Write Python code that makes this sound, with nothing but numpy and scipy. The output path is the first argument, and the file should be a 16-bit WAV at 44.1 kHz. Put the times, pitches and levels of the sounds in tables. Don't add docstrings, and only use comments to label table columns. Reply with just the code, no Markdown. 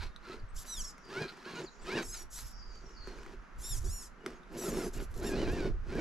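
import sys
import numpy as np
from scipy import signal
from scipy.fft import rfft, irfft, next_fast_len
from scipy.io import wavfile
from scipy.ndimage import uniform_filter1d, map_coordinates

SR = 44100
rng = np.random.default_rng(int(sys.argv[2]) if len(sys.argv) > 2 else 0)


def transcribe(u):
    v = np.clip(np.atleast_2d(u).T, -1, 1)
    q = np.round(v * 32767).astype(np.int16)
    wavfile.write(sys.argv[1], SR, q)


def volts(x):
    e = np.asarray(x, float) / 20
    return 10 ** e


N = 264732


def unit(x):
    return x / np.sqrt(np.mean(x ** 2) + 1e-20)


def along(points, hz):
    f, v = np.transpose(points)
    return np.interp(np.log(hz + 1), np.log(f + 1), v)


def curves(rows):
    s, *cols = np.transpose(sorted(rows))
    return [np.interp(np.arange(N) / SR, s, c) for c in cols]


def bursts(tables, edge):
    t = np.arange(N) / SR
    gates = [np.clip(np.minimum(t - rows[0][0], rows[-1][0] - t) / edge + 1, 0, 1) for rows in tables]
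    return np.max(gates, 0), *curves([tuple(row) for rows in tables for row in rows])


def wobble(rate):
    return map_coordinates(rng.standard_normal(int(N * rate / SR) + 4), [np.arange(N) * rate / SR])


def filtered(x, response):
    m = next_fast_len(N + SR // 2)
    return irfft(rfft(x, m) * response(np.fft.rfftfreq(m, 1 / SR)), m)[..., :N]


def noise(spectrum, channels=1):
    return unit(filtered(rng.standard_normal((channels, N)), lambda hz: volts(along(spectrum, hz))))


def spread(spectrum, side_db):
    mid, side = noise(spectrum, channels=2)
    return np.array([mid + volts(side_db) * side, mid - volts(side_db) * side])


def resonant(modes):
    def response(f):
        total = 0
        for k, (centre, width, db) in enumerate(modes):
            loss = 1j * f * width
            total = total + (-1) ** k * volts(db) * loss / (centre * centre - f * f + loss)
        return total
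    return response


def turning(hz):
    return 2 * np.pi * np.cumsum(hz) / SR


def swells(rows, rise, fall, base_db):
    s, hold, db, climb_db = np.transpose(rows)[..., None]
    t = np.arange(0, N / SR + .001, .001)
    flanks = rise * np.maximum(s - t, 0) + fall * np.maximum(t - s - hold, 0)
    climb = climb_db * np.clip(1 - (t - s) / hold, 0, 1)
    power = volts(2 * (db - climb - flanks)).sum(0)
    return 10 * np.log10(volts(2 * base_db) + np.interp(np.arange(N) / SR, t, power))


# frequency in Hz, level in dB per Hz.
FAR = [(53, -26), (90, -21), (140, 1), (205, 5), (339, -3.5), (790, -5.5), (1360, 1.5), (3570, -21),
       (4820, -22.5), (6390, -23.5), (9000, -41), (11000, -33), (14300, -58), (22000, -120)]
# time in seconds, change in dB.
FAR_DRIFT = [(0, 0), (1, 1), (2, 0), (2.7, 0), (3.5, -0.5), (4.3, 0), (5.1, 0), (5.8, -1.5), (6, 2)]
FAR_DB, FAR_SWAY_DB = -59.5, 1.1


def far_hum():
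    level_db = FAR_DB + curves(FAR_DRIFT)[0] + FAR_SWAY_DB * wobble(5.21)
    return volts(level_db) * spread(FAR, side_db=-5.0)


# frequency in Hz, level in dB per Hz.
BUFFET = [(12, -5), (25, -0.5), (45, -4), (70, -18.5), (100, -36), (160, -28), (300, -46), (500, -120)]
# frequency in Hz, level in dB per Hz.
FLAP = [(30, 0.5), (60, 7), (90, 7), (140, -3.5), (250, -20), (500, -120)]
# time in seconds, level in dB.
BREEZE = [(0, -42), (.33, -59.5), (.6, -51), (1.05, -59.5), (1.74, -60), (2.1, -49.5), (3.3, -49.5),
          (3.46, -75), (3.8, -38.5), (4.23, -58.5), (4.46, -56.5), (5.0, -40.5), (5.6, -38), (6, -48)]
# start in seconds, hold in seconds, level in dB.
PUFFS = [(0, 0.039, -35), (0.429, 0.014, -39), (0.537, 0.043, -40.5), (0.797, .03, -39.5),
         (1.793, 0.068, -51), (2.08, 0.034, -44.5), (2.443, 0.02355, -41), (2.566, 0.012, -49),
         (2.694, 0.049, -47), (3.023, 0.071, -45.5), (3.38, 0.029, -45.5), (3.569, 0.029, -41.5),
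         (3.718, 0.2, -35), (4.33, .03, -52), (4.701, 0.047, -42), (4.96, 0.046, -36.5),
         (5.282, 0.058, -54), (5.495, 0.018, -34), (5.694, 0.082, -35), (5.838, 0.059, -37.5),
         (5.969, 0.027, -40)]
PUFF_RISE_DB_PER_S, PUFF_FALL_DB_PER_S = 224, 226


def wind():
    puffs = [(*row, 0) for row in PUFFS]
    gust_db = swells(puffs, PUFF_RISE_DB_PER_S, PUFF_FALL_DB_PER_S, curves(BREEZE)[0])
    lumps = unit(volts(2.6 * wobble(35)))
    slow = volts(gust_db) * spread(BUFFET, side_db=-6.5)
    fast = volts(1.95 * (gust_db + 39.5) - 49 + 1.8 * wobble(24.95)) * spread(FLAP, side_db=-17)
    push = lumps * (slow + fast)
    top = volts(gust_db + 8)
    rounded = push / (1 + (push / top) ** 2) ** .5
    push = filtered(rounded, lambda hz: 1 / (1 + (hz / 190) ** 6))
    return push * volts([[-1.9], [1.5]])


# frequency in Hz, level in dB per Hz.
HAZE = [(3800, -30), (4800, -4), (6000, 0), (7200, -4), (8300, -30), (22000, -120)]
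# start in seconds, hold in seconds, level in dB, climb in dB.
CHATTER = [
    (.92, .15, -76, 0),
    (1.56, .35, -72, 0),
    (2.45, .3, -73, 0),
    (2.8, .4, -72, 0),
]


def flock():
    return volts(swells(CHATTER, 120, 70, -120) + 2.5 * wobble(25)) * spread(HAZE, side_db=-6)


# start in seconds, length in seconds, start pitch in Hz, end pitch in Hz, level in dB.
BIRDS = [(.11, .05, 3750, 3700, -80), (.39, .02, 5200, 2500, -73), (.92, .05, 5000, 5000, -74),
         (.98, .08, 5600, 5550, -76), (1.03, .09, 4750, 4700, -68), (1.34, .035, 3800, 5800, -73),
         (1.39, .02, 4700, 2800, -70), (1.555, .025, 6800, 6300, -64), (1.585, .025, 6300, 7300, -66),
         (1.635, .025, 7300, 6000, -65), (1.655, .042, 5100, 3300, -60), (1.695, .09, 6700, 6950, -79),
         (1.79, .1, 7000, 7150, -76), (1.81, .035, 7700, 8200, -76), (1.793, .015, 4200, 7000, -72),
         (2.4, .12, 5200, 5100, -68), (2.5, .12, 5600, 5500, -67), (2.525, .16, 4850, 4740, -68),
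         (2.67, .15, 4800, 4600, -70), (.485, .03, 7900, 8500, -80), (2.47, .3, 5150, 5020, -72),
         (2.815, .12, 5900, 5550, -73), (2.93, .21, 5500, 4250, -66), (2.95, .12, 5500, 4500, -70),
         (2.85, .09, 4170, 4150, -85), (2.89, .14, 2920, 2880, -80), (4.2, .06, 2900, 2900, -76),
         (4.35, .035, 6500, 6550, -77)]
GLIDE_S = .03


def birds():
    out = np.zeros((2, N + SR))
    tremble, flutter = wobble(220), wobble(90)
    for s, length, from_hz, to_hz, db in BIRDS:
        t = np.arange(round(length * SR)) / SR
        at = round(s * SR)
        glide = to_hz + (from_hz - to_hz) * np.exp(-t / GLIDE_S)
        hz = glide * (1 + .012 * tremble[at:][:len(t)])
        level_db = db + 3 - 7 * t / length + 3 * flutter[at:][:len(t)]
        shape = np.sin(np.pi * t / length) ** .5 * volts(level_db)
        deep = int(length > .11)
        out[deep, at:][:len(t)] += shape * np.sin(turning(hz))
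    return out[:, :N]


# frequency in Hz, level in dB.
ROCKS = [(150, 0), (350, -18), (1000, 1), (3500, 2), (9000, 4.5), (13000, 3)]


def echoes(x, t60):
    t = np.arange(SR // 2) / SR
    tail = rng.standard_normal((2, len(t))) * volts(-60 * t / t60) * (t > .004)
    wet = signal.fftconvolve(x[None], tail / np.linalg.norm(tail[0]), axes=1)[:, :N]
    return filtered(wet, lambda hz: volts(along(ROCKS, hz)))


# frequency in Hz, width in Hz, level in dB.
PLATE = [(1404, 130, 7.5), (2330, 430, -0.5), (4090, 370, 5.5), (5000, 800, -10), (6250, 180, -20.5)]
# start in seconds, hold in seconds, level in dB, climb in dB.
SCRAPES = [(.008, 0.032, -49, 0), (.05, 0.027, -55, 9), (.24, .05, -58.5, 1.5), (.322, 0.0099, -52.5, -2),
           (1.225, 0.037, -53.5, -4.5), (1.283, 0.015, -46, 4), (1.452, 0.08, -53, 1),
           (1.565, 0.048, -58, -9), (2.142, 0.023, -46.5, 5), (2.185, 0.011, -57, 1.5),
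           (2.388, .01, -57, -1), (5.36, .1, -56, -5.5)]
SCRAPE_EDGE_DB_PER_S = 902


def scrapes():
    grit = volts(4 * wobble(900) + 1.5 * wobble(120)) * rng.standard_normal(N)
    level_db = swells(SCRAPES, SCRAPE_EDGE_DB_PER_S, SCRAPE_EDGE_DB_PER_S, -120)
    return volts(level_db) * unit(filtered(grit, resonant(PLATE)))


# frequency in Hz, width in Hz, level in dB.
SHELL = [(165.5, 64, -8.5), (238, 28.3, -5), (370.6, 63, -2), (710, 5.4, -9)]
# start in seconds, peak in dB, ring in Hz, shell knock in dB, crack in dB.
CLICKS = [(0.162, -28, 3830, -26, -24), (0.16, -41, 5900, -20, -18), (0.38, -45, 6300, -20, -12),
          (0.9798, -36.5, 2100, -9, -10), (1.0516, -38, 4770, -12, -13), (1.37, -43.5, 6000, -15, -4),
          (1.4, -42, 4000, -24, -10), (2.3881, -31, 4900, -33, -6), (2.755, -38.5, 3100, -5, -13),
          (2.8922, -37.5, 2800, -9, -15), (3.0734, -34, 1720, 15, -14), (3.187, -33.5, 2300, 5, -25),
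          (3.232, -35, 2900, -16, -14), (3.263, -31, 2040, -6, -21), (3.3356, -37.5, 2600, 10, -26),
          (3.5597, -52, 7450, -10, 5), (3.8432, -48, 6940, 20, -21), (4.2082, -49, 2900, 13, -23),
          (4.433, -38, 3700, -6, -22), (4.262, -23.5, 2070, 5.5, -12.5), (4.304, -35, 1750, -7, -12),
          (5.14, -37, 4000, -22, -5), (4.912, -43, 6000, -19, -3), (5.872, -52, 9500, -19, -2),
          (3.59, -50, 9000, -19, 0), (3.603, -50, 11000, -19, 0), (1.305, -44, 5000, -15, -10),
          (0.398, -50, 9000, -19, 0), (0.5, -51, 9000, -19, 0), (5.954, -35.5, 1761, 19, -27)]
RING_T60_S, CRACK_T60_S = .006, .013


def clicks():
    out, knocks = np.zeros(N + SR), np.zeros(N)
    t = np.arange(SR // 20) / SR
    for s, db, hz, knock_db, crack_db in CLICKS:
        at = round(s * SR)
        rise = .0004 * volts(.9 * (-20 - db))
        grains = uniform_filter1d(rng.standard_normal(len(t)), size=3)
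        crack = volts(crack_db + 6.5 - 60 * t / CRACK_T60_S) * grains
        low_mode = (0.42 + (hz < 3100)) * np.sin(2 * np.pi * 1430 * t)
        ring = volts(-60 * t / RING_T60_S) * (np.sin(2 * np.pi * hz * t) + low_mode)
        out[at:][:len(t)] += volts(db + 0.5) * (crack + ring) * (1 - np.exp(-t / rise))
        knocks[at] = volts(db + knock_db + 29.0)
    narrow_shell = [(c, 0.57 * w, db) for c, w, db in SHELL]
    return out[:N] + filtered(knocks, resonant(narrow_shell))


# time in seconds, peak in dB.
THUMPS = [(0.298, -44), (0.298, -37), (1.086, -45), (1.119, -41), (1.182, -50), (1.183, -37), (1.216, -24),
          (1.462, -36.5), (1.535, -33), (1.62, -37.5), (1.872, -37), (1.93, -34), (1.954, -22),
          (2.839, -41.5), (2.903, -51), (3.075, -47), (3.161, -40), (3.338, -55), (3.837, -43),
          (4.241, -43), (4.264, -33), (4.499, -43), (4.54, -43), (4.557, -36), (4.639, -29), (4.683, -25.5),
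          (4.727, -34), (4.727, -31), (4.97, -39), (5.021, -29.5), (5.174, -42), (5.197, -33),
          (5.247, -24.5), (5.292, -23.5), (5.402, -21), (5.438, -28), (5.478, -25), (5.532, -21),
          (5.625, -33), (5.628, -28), (5.654, -28), (5.697, -31.5), (5.866, -40), (5.923, -28.5),
          (5.954, -25)]
THUMP_DB = 42


def thumps():
    at = [round(s * SR) for s, db in THUMPS]
    jolts = np.bincount(at, [volts(db + THUMP_DB) for s, db in THUMPS], N)
    return filtered(jolts, lambda f: resonant(SHELL)(f) / (1 + 1j * f / 700) ** 2)


# frequency in Hz, level in dB.
HOUSING = [(2500, -20.5), (3700, -5), (4300, -20.5), (5000, -1.5), (7700, 0.5), (8600, -10.5),
           (9400, -11.5), (11200, -2.5), (12000, -17)]
# frequency in Hz, level in dB per Hz.
HISS = [(1760, -26), (3000, -3.5), (3950, 0.5), (4390, 1.5), (5040, 1.5), (6770, 5), (7620, 6.5),
        (8740, -9), (11100, 4.5), (13400, -6), (14400, -25)]
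# time in seconds, mesh in Hz, whine in dB.
FLICKS = [
    [(0.553, 1018, -72), (0.566, 1228, -51), (0.588, 1935, -53), (0.63, 2010, -83)],
    [(2.315, 940.3, -61), (2.334, 1335, -53), (2.366, 2010, -48), (2.38, 1934, -51), (2.432, 1834, -82)],
    [(2.44, 1960, -85), (2.52, 1840, -83)],
    [(3.806, 1407, -83), (3.83, 1400, -74)],
    [(4.528, 1800, -85), (4.55, 1798, -85)],
    [(4.94, 1510, -63), (4.98, 1730, -93)],
    [(5.01, 1700, -85.5), (5.048, 1669, -91)],
    [(5.112, 1298, -90), (5.125, 1311, -90)],
    [(5.15, 1284, -81), (5.2, 1624, -78)],
    [(5.232, 1698, -70), (5.245, 1776, -57), (5.27, 1859, -46.5), (5.285, 1815, -49), (5.302, 1533, -59),
     (5.32, 1543, -61)],
    [(5.52, 1499, -90), (5.532, 1502, -90)],
]
# time in seconds, mesh in Hz, whine in dB.
SWEEPS = [
    [(3.593, 1457, -76), (3.615, 1510, -55), (3.634, 1800, -52), (3.646, 1787, -44), (3.684, 1890, -49.5),
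     (3.72, 1820, -42), (3.758, 1556, -48.5), (3.78, 1184, -49.5), (3.794, 1025, -56)],
    [(3.845, 902, -55.5), (3.865, 1132, -52.5), (3.888, 1155, -52.5), (3.914, 1357, -48.5),
     (3.942, 1420, -47), (4.012, 1363, -50.5), (4.039, 1113, -53), (4.075, 965, -62)],
]
# time in seconds, mesh in Hz, whine in dB.
PUSHES = [
    [(0.66, 1845, -72), (0.686, 2022, -46), (0.724, 1978, -39.5), (0.756, 1840, -47), (0.79, 1624, -42),
     (0.806, 1510, -43), (0.816, 1406, -47)],
    [(0.821, 1314, -44), (0.838, 1316, -51), (0.845, 1097, -45), (0.856, 1110, -50), (0.864, 1033, -54),
     (0.885, 1120, -50), (0.902, 960, -59), (0.912, 987, -61)],
    [(2.03, 1034, -53), (2.053, 1110, -54), (2.07, 1062, -51.5), (2.097, 1328, -49.5), (2.11, 1230, -50),
     (2.138, 1330, -49), (2.178, 1175, -52), (2.207, 1135, -54), (2.228, 1125, -54)],
    [(4.575, 1922, -70), (4.59, 1984, -51), (4.618, 1968, -47.5), (4.66, 1795, -51), (4.672, 1792, -51),
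     (4.682, 1658, -48), (4.7, 1626, -49)],
    [(4.71, 1420, -51), (4.734, 1430, -55), (4.766, 1293, -54), (4.816, 1413, -53.5), (4.83, 1260, -54),
     (4.85, 1220, -52), (4.885, 1250, -62)],
]
BRUSH_DB = [-48.5, -47.5, -57, -54, -64, -47.5, -50.5, -60, -49, -48, -49, -51.5, -56, -52.5, -53, -52, -47,
            -48, -49]
BRIGHT_DB = [-5, 2.5, -3, -3, 0, 1, -4.5, -4, -3, -2.5, 0, 2, -1.8, -9, -9, -4, 3, -1.5]
SWING = [.1, .1, .1, .1, .1, .1, .1, .1, .1, .1, .1, .17, .13, .06, .12, .12, .06, .12]
FOLD_HZ = 24000
PINION_TEETH = 7.7
BRUSH_DB_PER_OCTAVE, SPUTTER_DB = 7, 1.8


def servo():
    settings = zip(FLICKS + SWEEPS + PUSHES, BRUSH_DB, BRIGHT_DB, SWING)
    moves = [[(s, hz, db, brush_db, rows in PUSHES, bright_db, swing) for s, hz, db in rows]
             for rows, brush_db, bright_db, swing in settings]
    gate, hz, tone_db, brush_db, wedged, bright_db, swing = bursts(moves, edge=0.022)
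    hiss_db = brush_db + BRUSH_DB_PER_OCTAVE * np.log2(hz / 2000)
    load = np.clip(2000 / hz - 1, 0, 1)
    jitter = (.002 + .006 * load) * wobble(200)
    strain = load * wedged * (.012 * wobble(250) + .005 * wobble(60))
    hz = uniform_filter1d(hz, size=220) * (1 + jitter + strain)
    phase, fold = turning(hz), turning(np.full(N, FOLD_HZ))
    phase = phase + swing * np.sin(phase / PINION_TEETH)
    comb = 0
    for k in range(2, 14):
        tone_hz = k * hz
        colour_db = along(HOUSING, tone_hz) + bright_db * np.log2(tone_hz / 6000)
        loss_db = 10 * load * (k < 4) + 12 * wedged * np.clip(4 * load - 1.6, 0, 1) * (tone_hz < 4250)
        flicker_db = (1.8 + 2.5 * load * wedged) * wobble(80)
        size = volts(colour_db - loss_db + flicker_db) * (tone_hz < FOLD_HZ / 2)
        mirror = volts(-5 - ((FOLD_HZ / 2 - tone_hz) / 480) ** 2)
        comb = comb + size * (np.sin(k * phase + k * k) + mirror * np.sin(fold - k * phase))
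    hiss = volts(1.5 * wobble(230) + SPUTTER_DB * wobble(30)) * noise(HISS)[0]
    return gate ** 2 * (volts(tone_db) * comb + volts(hiss_db - 4.0) * unit(hiss))


# start in seconds, hold in seconds, shell rumble at the end in dB,
# climb over the hold in dB, gear grind over rumble in dB.
PULLS = [(0, 0.034, -48.5, 26, -2.5), (0.262, 0.076, -39.5, 11, -16.5), (0.652, 0.13, -79.5, -15, 10.5),
         (1.123, 0.1, -33, 9.5, -16.5), (1.308, 0.017, -48, 10, -7.5), (1.371, 0.25, -37, 24, -15.5),
         (1.868, 0.13, -31.5, 9.5, -15.5), (2.069, 0.15, -56.5, 3, -13), (2.156, 0.042, -64, 10, 7),
         (2.379, 0.063, -75, -6, 10.5), (2.722, 0.2, -53, 6, -16.5), (3.072, 0.0092, -44.5, 10, -12),
         (3.114, 0.22, -50.5, -2, -12.5), (3.613, 0.15, -55.5, 4, -7.5), (3.838, 0.025, -46.5, 11, -20),
         (3.916, 0.119, -61.5, 5, -7.5), (4.276, 0.085, -53, -14.5, -14), (4.39, 0.077, -62.5, -7, -25),
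         (4.554, 0.29, -30, 8, -23), (4.947, 0.058, -41.5, 4.5, -17.5), (5.239, 0.43, -34, -4.5, -20.5),
         (5.658, 0.014, -33, 13, -44), (5.9, 0.085, -27.5, 14.5, -24)]
# time in seconds, mesh in Hz.
DRIVE = [
    [(0.25, 700), (0.3, 655.5), (0.36, 687)],
    [(1.1, 529), (1.146, 680), (1.18, 734), (1.21, 826), (1.26, 793)],
    [(1.45, 490), (1.48, 555), (1.52, 555), (1.562, 480), (1.59, 485)],
    [(1.87, 600.4), (1.9, 680), (1.924, 800.6), (1.945, 829), (1.969, 999), (1.987, 776), (2.012, 775),
     (2.03, 630)],
    [(4.61, 652), (4.628, 630.9), (4.668, 699), (4.72, 555), (4.81, 717), (4.864, 574.6), (4.88, 495.3)],
    [(4.94, 794), (4.98, 983), (5.0, 738), (5.04, 673)],
    [(5.21, 607.5), (5.236, 746.4), (5.26, 914), (5.285, 928), (5.305, 811), (5.35, 823), (5.4, 1033),
     (5.44, 936)],
    [(5.46, 847), (5.486, 757), (5.54, 929), (5.578, 884), (5.608, 749), (5.69, 719)],
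    [(5.9, 698), (5.968, 841), (5.984, 758), (6.0, 760)],
]
SING_DB = [-1, 1, 2, 1, -4.5, -6, -2.5, -2.5, -5]
# frequency in Hz, level in dB per Hz.
GRIND = [(290, -56), (500, -10), (1020, 2), (1180, -7), (1580, -0.5), (2070, -6), (2350, -5), (3480, -11.5),
         (5160, -10), (11000, -30), (14400, -31.5)]
# multiple of the mesh frequency, level in dB.
TEETH = [(1, -8), (2, 1.5), (3, -1.5), (4, -8), (5, -9), (6, -8), (7, -15), (8, -16)]
# frequency in Hz, level in dB.
GEARBOX = [(950, -6), (1450, 4), (1700, 1), (1950, -6), (2400, 2), (3000, 0), (3350, -4), (3800, 3),
           (4500, -1), (6000, -6)]
SPIN_UP_DB_PER_S, COAST_DB_PER_S, IDLE_DB, IDLE_GRIND_DB = 251, 294, -82, -93
MESH_DB, MESH_EDGE_S = 2.5, .011


def drive():
    rumbles = [row[:4] for row in PULLS]
    grinds = [(s, hold, db + over, climb / 2) for s, hold, db, climb, over in PULLS]
    rumble_db = swells(rumbles, SPIN_UP_DB_PER_S, COAST_DB_PER_S, IDLE_DB)
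    grind_db = swells(grinds, SPIN_UP_DB_PER_S, COAST_DB_PER_S, IDLE_GRIND_DB)
    pulls = [[(*row, db) for row in rows] for rows, db in zip(DRIVE, SING_DB)]
    gate, hz, sing_db = bursts(pulls, edge=MESH_EDGE_S)
    lurch = wobble(45)
    blows = volts(2.28 * lurch + 1.27 * wobble(200)) * rng.standard_normal(N)
    shell = filtered(blows, lambda f: resonant(SHELL)(f) * f ** 4 / (f ** 4 + 115 ** 4) / (1 + (f / 900) ** 2))
    grit = volts(1.1 * lurch + 2 * wobble(400)) * noise(GRIND)[0]
    phase = turning(uniform_filter1d(hz, size=500) * (1 + .011 * wobble(160)))
    mesh = 0
    for k, db in TEETH:
        tooth_db = db + along(GEARBOX, k * hz) + 3.4 * wobble(45) + 1.5 * lurch
        mesh = mesh + volts(tooth_db) * np.sin(k * phase)
    grit = grit * (1 + .7 * gate * np.cos(phase)) * (1 + .25 * gate * np.cos(phase / PINION_TEETH))
    singing = gate * volts(grind_db + MESH_DB + sing_db) * mesh
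    return volts(rumble_db - 4.5) * unit(shell) + volts(grind_db + 3) * unit(grit) + singing


# frequency in Hz, difference in dB.
LEAN = [(300, -1), (2000, -0.7), (6000, -1), (12000, 4)]


def lean(hz):
    level = volts(along(LEAN, hz) * np.array([[.5], [-.5]]))
    lag = 1.4 * np.pi * hz / SR / (1 + (hz / 5000) ** 2)
    return level * np.exp(np.array([[-1j], [1j]]) * lag)


def scene():
    crawler = drive() + thumps() + servo() + clicks() + scrapes()
    near = crawler + volts(-12.5) * echoes(crawler, t60=.14) + far_hum()
    song, deep_song = volts(8.0) * birds()
    deep_song = volts(-3) * deep_song
    direct = (song + deep_song) * volts([[.6], [-.6]])
    far = direct + echoes(volts(-9) * song + deep_song, t60=.3)
    return filtered(near + far, lean) + wind() + flock()


def band_limit(x):
    return signal.sosfilt(signal.butter(12, 14650, fs=SR, output="sos"), x)


def record(dry):
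    heard = filtered(dry, lambda hz: 1 / (1 + (hz / 14000) ** 24))
    return band_limit(heard)


dry = scene()
out = record(dry)
transcribe(out)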